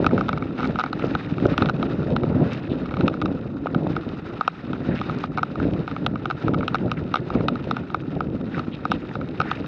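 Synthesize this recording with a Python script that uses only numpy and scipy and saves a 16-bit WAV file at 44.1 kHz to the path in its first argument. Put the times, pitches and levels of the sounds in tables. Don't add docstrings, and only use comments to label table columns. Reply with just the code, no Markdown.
import sys
import numpy as np
from scipy import signal
from scipy.io import wavfile
from scipy.ndimage import uniform_filter1d

SR = 44100
rng = np.random.default_rng(int(sys.argv[2]) if len(sys.argv) > 2 else 0)


def to_wav(s):
    ch = np.atleast_2d(s).T
    pcm = np.round(np.clip(ch, -1, 1) * 32767)
    wavfile.write(sys.argv[1], SR, pcm.astype(np.int16))


N = 426447

# (time [s], level [dB])
STEADY_WIND = [(0.0, -27.5), (0.9, -30.5), (1.9, -29), (2.8, -29.5), (3.55, -33.5), (4.55, -41.5),
               (5.3, -30.5), (6.3, -32), (7.6, -30), (8.04, -31.5), (8.7, -29.5), (9.0, -32), (9.6, -28.5)]
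# (time of peak [s], peak level [dB], time to fall 10 dB [s])
GUSTS = [(0.0, -14.5, 0.0834), (0.14, -18, 0.224), (0.7, -19.5, 0.0553), (1.06, -20, 0.14), (1.46, -18, .3),
         (1.63, -20, 0.047), (1.81, -20.5, 0.1532), (2.121, -16, 0.0938), (2.3, -18, .15), (2.4, -17, 0.11),
         (2.72, -25, 0.27), (3.04, -14.5, 0.062), (3.25, -20, 0.23), (3.77, -20.5, 0.3436),
         (4.34, -25.5, 0.0429), (4.71, -23.5, .15), (4.89, -21, 0.137), (5.09, -25, 0.1357),
         (5.66, -18, 0.0782), (5.8, -19.5, 0.026), (6.05, -24, 0.18), (6.49, -19, 0.14), (6.61, -21, 0.035),
         (6.86, -20, 0.06), (7.03, -24.5, 0.11), (7.36, -20.5, 0.3226), (8.17, -24, .25), (8.47, -28, 0.18),
         (8.93, -23.5, 0.07), (9.18, -27.5, 0.25)]
GUST_RISE_S = 0.0794
# (frequency [Hz], density [dB per Hz])
WIND_COLOUR = [(20, -30), (60, -12), (110, -6), (158, -0.5), (212, -5), (262, -1.5), (400, -5.5),
               (560, -7.5), (800, -19), (1050, -23), (1500, -53)]

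# (time [s], nominal level [dB], starting pitch [Hz])
WIND_POPS = [(0.133, -9.5, 376), (1.042, -10.5, 424), (1.322, -14.5, 206.4), (2.716, -11.5, 259),
             (1.424, -12, 256), (1.458, -4.5, 372), (1.618, -6.5, 251), (2.241, -11, 383),
             (2.323, -12.5, 277), (3.659, -14, 651), (3.761, -11, 195.7), (3.868, -15, 712),
             (4.888, -12.5, 212), (5.631, -15.5, 331), (6.852, -19.5, 247), (7.354, -10.5, 262),
             (7.673, -19, 460), (8.681, -17.5, 273)]

# (time [s], blow level [dB], hardness as level of the upper modes [dB])
KNOCKS = [(0.044, -15, -15), (0.065, -7.5, -8), (0.11, -24, -16), (0.179, -15, -16), (0.21, -13, -14.5),
          (0.284, -20.5, -10.5), (0.291, -11.5, -10.5), (0.33, -18.5, -11.5), (0.375, -21, -13.5),
          (0.424, -21, -17.5), (0.589, -23, -15.5), (0.597, -20.5, -14.5), (0.605, -18.5, -10.5),
          (0.63, -18.5, -10.5), (0.644, -20.5, -13.5), (0.656, -23, -14.5), (0.757, -19, -12.5),
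          (0.788, -12.5, -13.5), (0.796, -13, -11), (0.804, -15.5, -11.5), (0.811, -18.5, -11.5),
          (0.838, -12.5, -12.5), (0.862, -20, -13.5), (0.93, -16, -8.5), (0.995, -24.5, -7.5),
          (1.151, -12.5, -13), (1.382, -23.5, -10.5), (1.454, -18.5, -13), (1.54, -24, -18),
          (1.579, -11, -6), (1.622, -10, -10.5), (1.659, -19.5, -6.5), (1.688, -17, -12.5),
          (1.696, -12.5, -9), (1.828, -15.5, -11.5), (2.164, -13.5, -10.5), (2.234, -22, -12),
          (2.858, -27, -8), (2.91, -25, -14.5), (2.94, -22.5, -15.5), (2.969, -21.5, -12),
          (3.009, -19.5, -8), (3.08, -12.5, -6), (3.14, -23.5, -13.5), (3.216, -17.5, -7),
          (3.221, -19.5, -10.5), (3.258, -17.5, -8.5), (3.669, -17, -19), (3.747, -15.5, -14),
          (3.965, -16, -14), (4.41, -11, -15), (4.478, -6.5, -10), (4.732, -22.5, -11.5),
          (5.014, -15.5, -13.5), (5.096, -18, -18), (5.239, -15, -15), (5.375, -13.5, -13.5),
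          (5.383, -15, -14.5), (5.391, -19.5, -18), (5.431, -11.5, -10.5), (5.556, -23.5, -13.5),
          (5.6, -18.5, -16.5), (5.878, -19.5, -12.5), (5.913, -25, -9), (5.964, -19.5, -17),
          (6.064, -10.5, -5), (6.157, -22, -15.5), (6.256, -13.5, -12), (6.301, -15.5, -11.5),
          (6.31, -15.5, -10.5), (6.481, -15.5, -16), (6.537, -23, -13.5), (6.544, -18, -11),
          (6.608, -21.5, -19), (6.63, -20.5, -23.5), (6.68, -14.5, -4.5), (6.745, -9, -12),
          (6.754, -14, -10), (6.916, -14, -6), (7.141, -10, -11), (7.157, -11, -10.5), (7.169, -21, -8.5),
          (7.303, -18, -14.5), (7.35, -23, -15), (7.408, -24, -14.5), (7.484, -10.5, -5.5),
          (7.556, -22.5, -10.5), (7.711, -10.5, -10.5), (7.767, -17.5, -12), (7.902, -27.5, -14.5),
          (7.945, -10.5, -15), (8.206, -14, -15.5), (8.58, -22, -17.5), (8.594, -21, -7.5),
          (8.853, -12, -12), (8.917, -7, -11.5), (9.154, -19.5, -13.5), (9.213, -26, -14.5),
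          (9.402, -9.5, -10), (9.415, -13, -10.5), (9.514, -13, -8)]
# (nominal frequency [Hz], level [dB], time to peak [s])
BODY_MODES = [(520, -9, .0018), (780, -4.5, .0021), (1315.6, 0, .0026)]
# (nominal frequency [Hz], level [dB], time to peak [s])
SHELL_MODES = [(1907, -12, 0.00089), (2619, -5, 0.000946), (3038, -8, .0007), (3400, -10.5, .0007),
               (3770, -5, 0.00083), (4333, -13.5, 0.0007), (5216, -17, 0.0007), (5900, -23, 0.0006),
               (7250, -39, 0.0007), (8700, -43, 0.0004)]
# (frequency [Hz], base level [dB], time to peak [s])
SIDE_MODES = [(2240, -19, .0018)]
SIDE_PER_DB = 0.5
LEAD_S = 0.0006
REBOUND_S, REBOUND_DB = 0.0034, -13
# (time [s], starting level before the band-pass [dB])
KNOCK_BURSTS = [(1.578, -48), (3.079, -52.5), (6.0627, -47), (6.6793, -47.5), (8.9168, -43)]

# (time [s], peak level [dB], centre pitch [Hz])
SNAPS = [(0.382, -30, 3080), (0.674, -28.5, 3480), (1.248, -28.5, 2460), (1.401, -29.5, 2590),
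         (1.467, -29.5, 4000), (2.534, -28, 3690), (3.663, -30.5, 2390), (4.991, -24.5, 2197),
         (5.187, -30.5, 3770), (5.736, -28.5, 2800), (6.785, -28.5, 2440), (8.003, -30.5, 2100),
         (8.568, -26, 1495), (9.092, -26, 1804)]
RASP_S, RASP_GAP_S, RASP_DB, RASP_HZ, RASP_COUNT = 4.9595, 0.006, -25.5, 2000, 6

# (time [s], level [dB])
STEADY_LEAVES = [(0, -47.5), (.3, -46.5), (.45, -53.5), (.9, -56.5), (1.3, -50), (2.4, -50), (3.0, -49),
                 (3.55, -54), (4.0, -48.5), (4.8, -49.5), (5.3, -52), (6.2, -54.5), (6.4, -49.5),
                 (7.0, -51), (8.2, -52.5), (8.5, -56.5), (9.35, -56.5), (9.67, -47.5)]
# (time of peak [s], peak level [dB], time to fall 10 dB [s])
DRIFTS = [(.62, -42.5, 0.13), (.81, -46.5, .07), (1.04, -41.5, 0.3847), (1.5, -47.5, 0.34),
          (1.66, -42.5, 0.02), (1.9, -46.5, 0.21), (2.53, -44, 0.19), (4.99, -45.5, 0.24),
          (5.23, -46, 0.0549), (5.64, -46.5, 0.39), (7.33, -46, 0.06), (7.74, -46.5, 0.09),
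          (8.57, -46.5, 0.14), (8.94, -47.5, 0.04), (9.11, -45, 0.07), (9.49, -42.5, 0.18)]
DRIFT_RISE_S = 0.12
# (frequency [Hz], density [dB per Hz])
LEAF_COLOUR = [(450, -19.5), (780, -3), (1050, -6), (1350, 0), (1750, -8), (2250, -11), (2420, -11),
               (2680, -11), (3300, -19.5), (3750, -14), (4400, -24.5), (5050, -25.5), (6400, -38.5),
               (8400, -63)]

# (time [s], length [s], level before muffling [dB], centre [Hz])
BRUSHES = [(1.017, 0.0108, -38, 2400), (2.504, 0.0546, -45.5, 2600), (2.694, 0.0406, -46, 3400),
           (4.905, 0.0314, -39, 1800), (6.969, 0.0137, -38.5, 2200), (8.54, 0.0186, -35, 1750),
           (8.909, 0.0382, -41, 3300), (8.719, 0.0416, -45, 3100), (9.43, 0.052, -42.5, 1600),
           (9.476, 0.044, -37, 1800)]

AIR_DB = -85
EDGE_HZ = 15700


def wind():
    level_db = swelling(STEADY_WIND, GUSTS, GUST_RISE_S)
    turbulence = evened(rng.standard_normal(N) * gain_of(2.977 * lumps(size=500)))
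    bursts = evened(sparse(per_s=250, spread_db=3.94))
    flow = coloured(turbulence + 0.662 * bursts, WIND_COLOUR)

    hum_hz = 245 * gain_of(1.64 * lumps(size=4000))
    hum = evened(moan(flow, hum_hz, width_hz=39))
    body = evened(evened(band(flow, 36, 329)) + 0.256 * hum)

    bright_db = -8 + 0.52 * (level_db + 20.5) + 1.4 * lumps(size=2000)
    bright = gain_of(bright_db) * evened(band(flow, 239.5, 900))
    return gain_of(level_db) * (body + bright)


def wind_pops():
    out = np.zeros(N)
    for s, db, hz in WIND_POPS:
        turns = np.arange(0, 4, hz / SR)
        swell = turns / 0.27 * np.exp(1 - turns / 0.369)
        pop = swell * np.sin(2 * np.pi * turns * (1 - 0.056 * turns))
        add(out, s, -gain_of(db) * pop)
    return band(out, 63, 3000)


def knocks():
    out, low, t = np.zeros(N), len(BODY_MODES), np.arange(900) / SR
    scatter = rng.standard_normal((len(KNOCKS), 3, len(BODY_MODES + SHELL_MODES)))
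    shivers = rng.standard_normal((len(KNOCKS), len(t))) * gain_of(-60 * t / 0.021)
    for (s, db, hard_db), (pitch, share, phase), shiver in zip(KNOCKS, scatter, shivers):
        body = ring(BODY_MODES, 1 + 0.018 * pitch[:low], 0.6 * share[:low], sharpness=4.5)
        side_db = -SIDE_PER_DB * (db + hard_db + 28) + 3.0 * phase[0]
        side = gain_of(side_db) * ring(SIDE_MODES, 1, 0, sharpness=2.5)
        shell = ring(SHELL_MODES, 1 + 0.015 * pitch[low:], 1.8 * share[low:], 1.6, 2 * phase[low:])
        blow = body + side + gain_of(hard_db) * shell
        buzz = band(shiver, 700, 4300)
        buzz /= np.linalg.norm(buzz)
        blow += gain_of(-19) * signal.fftconvolve(blow, buzz)[:len(t)]
        add(out, s - LEAD_S, gain_of(db) * blow)
        add(out, s + REBOUND_S, gain_of(db + REBOUND_DB) * blow)
    return out + loose_taps() + flying_grit()


def loose_taps():
    tap = ring(BODY_MODES + SIDE_MODES, 1, 0, sharpness=4.5)
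    tap += gain_of(-9) * ring(SHELL_MODES, 0.99, 0, sharpness=1.6)
    return gain_of(-49.5) * signal.oaconvolve(sparse(per_s=80, spread_db=4.01), tap)[:N]


def flying_grit():
    out = np.zeros(N)
    thick = gain_of(swelling(STEADY_LEAVES, DRIFTS, DRIFT_RISE_S) + 49)
    for phase in rng.uniform(0, 2 * np.pi, (4, len(SHELL_MODES))):
        ping = ring(SHELL_MODES, 0.9854, 0, 1.0, phase)
        hits = sparse(per_s=9.0 * thick, spread_db=3.5)
        out += gain_of(-48.5) * signal.oaconvolve(hits, ping)[:N]
    return out


def knock_bursts():
    out, t = np.zeros(N), np.arange(600) / SR
    for s, db in KNOCK_BURSTS:
        burst = gain_of(db - 60 * t / 0.0065) * rng.standard_normal(len(t))
        add(out, s, band(burst, 4300, 13000))
    return out


def snaps():
    out, t = np.zeros(N), np.arange(600) / SR
    rasp = [(RASP_S + k * RASP_GAP_S, RASP_DB, RASP_HZ) for k in range(RASP_COUNT)]
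    for s, db, hz in SNAPS + rasp:
        grit = rng.standard_normal(len(t))
        grit[0] += 8
        burst = grit * gain_of(-60 * t / 0.008)
        crack = band(band(burst, 0.6 * hz, 1.4 * hz), 0.5 * hz, 1.5 * hz)
        add(out, s, gain_of(db) * crack / abs(crack).max())
    return out


def leaves():
    together_db, rustle = 2.7 * lumps(size=700), 0
    for hz in np.geomspace(600, 8000, num=9):
        clumps = gain_of(together_db + 2.1 * lumps(size=700))
        crush = rng.standard_normal(200) * np.exp(-np.arange(200) / 140.0)
        crackle = signal.oaconvolve(sparse(60 * clumps, spread_db=4.3), crush)[:N]
        grain = evened(rng.standard_normal(N) * clumps) + 0.69 * evened(crackle)
        rustle = rustle + np.sqrt(hz) * evened(band(grain, hz / 1.25, hz * 1.25))
    heard = coloured(rustle, LEAF_COLOUR)
    heard /= np.std(band(heard, 1700, 6000))
    return gain_of(swelling(STEADY_LEAVES, DRIFTS, DRIFT_RISE_S)) * heard


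def brushes():
    out = np.zeros(N)
    scratch = coloured(rng.standard_normal(N) * gain_of(3.0 * lumps(size=60)), LEAF_COLOUR)
    for s, length, db, hz in BRUSHES:
        part = scratch[round(s * SR):][:round(length * SR)]
        stroke = evened(band(band(part, 0.717 * hz, 1.35 * hz), 0.74 * hz, 1.4 * hz))
        add(out, s, gain_of(db) * stroke * signal.windows.tukey(len(part), 0.2))
    return out


def air(rustle):
    power = uniform_filter1d(band(rustle, 3000, 6000) ** 2, size=300)
    rustle_db = 10 * np.log10(abs(power) + 1e-12)
    hiss = evened(band(rng.standard_normal(N), 5200, 9500))
    return gain_of(AIR_DB + 0.5 * (rustle_db + 56)) * hiss


def gain_of(db):
    return 10 ** (np.asarray(db) / 20)


def evened(x):
    return x / np.sqrt(np.mean(x ** 2) + 1e-20)


def add(mix, s, sound):
    part = mix[max(round(s * SR), 0):][:len(sound)]
    part += sound[:len(part)]


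def band(x, low_hz, high_hz):
    edges = [low_hz, min(high_hz, SR / 2.2)]
    return signal.sosfilt(signal.butter(2, edges, "band", fs=SR, output="sos"), x)


def coloured(x, points):
    f, db = np.transpose(points)
    hz = abs(np.fft.fftfreq(8192, 1 / SR))
    spectrum_db = np.interp(np.log(hz + 1), np.log(f + 1), np.maximum(db, -90))
    log_gain = np.log(gain_of(spectrum_db))
    phase = -signal.hilbert(log_gain).imag
    taps = np.fft.ifft(np.exp(log_gain + 1j * phase)).real[:4096]
    return evened(signal.oaconvolve(x, taps)[:N])


def lumps(size):
    return evened(uniform_filter1d(uniform_filter1d(rng.standard_normal(N), size), size))


def sparse(per_s, spread_db):
    height_db = spread_db * np.minimum(rng.exponential(1, N), 4)
    heights = gain_of(height_db) * rng.choice([-1., 1.], N)
    return heights * (rng.random(N) < per_s / SR)


def swelling(steady, swells, rise_s):
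    t = np.arange(N) / SR
    times, levels_db = np.transpose(steady)
    power = gain_of(np.interp(t, times, levels_db)) ** 2
    for s, db, fall_s in swells:
        drop_db = 10 * np.maximum((s - t) / rise_s, (t - s) / fall_s)
        power += gain_of(db - drop_db) ** 2
    return 10 * np.log10(power)


def ring(modes, detune, uneven_db, sharpness, phase=0):
    hz, db, peak = np.transpose(modes)[:, :, None]
    t = np.arange(900) / SR
    swell = (t / peak * np.exp(1 - t / peak)) ** sharpness
    turn = 2 * np.pi * hz * np.reshape(detune, (-1, 1)) * t + np.reshape(phase, (-1, 1))
    gain = gain_of(db + np.reshape(uneven_db, (-1, 1)))
    return -(gain * swell * np.sin(turn)).sum(0)


def moan(x, hz, width_hz):
    turn = np.exp(2j * np.pi * np.cumsum(hz) / SR)
    r = np.exp(-np.pi * width_hz / SR)
    return 2 * (turn * signal.lfilter([1 - r], [1, -r], x / turn)).real


def scene():
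    lowpass = signal.butter(6, 6000, fs=SR, output="sos")
    muffled = signal.sosfilt(lowpass, wind_pops() + brushes())
    rustle = leaves()
    return (wind() + knocks() + knock_bursts() + snaps() + rustle + muffled + air(rustle))[None]


def record(dry):
    taps = signal.firwin(511, EDGE_HZ, window=("kaiser", 9), fs=SR)
    return signal.oaconvolve(dry, taps[None], "same")


dry = scene()
out = record(dry)
to_wav(out)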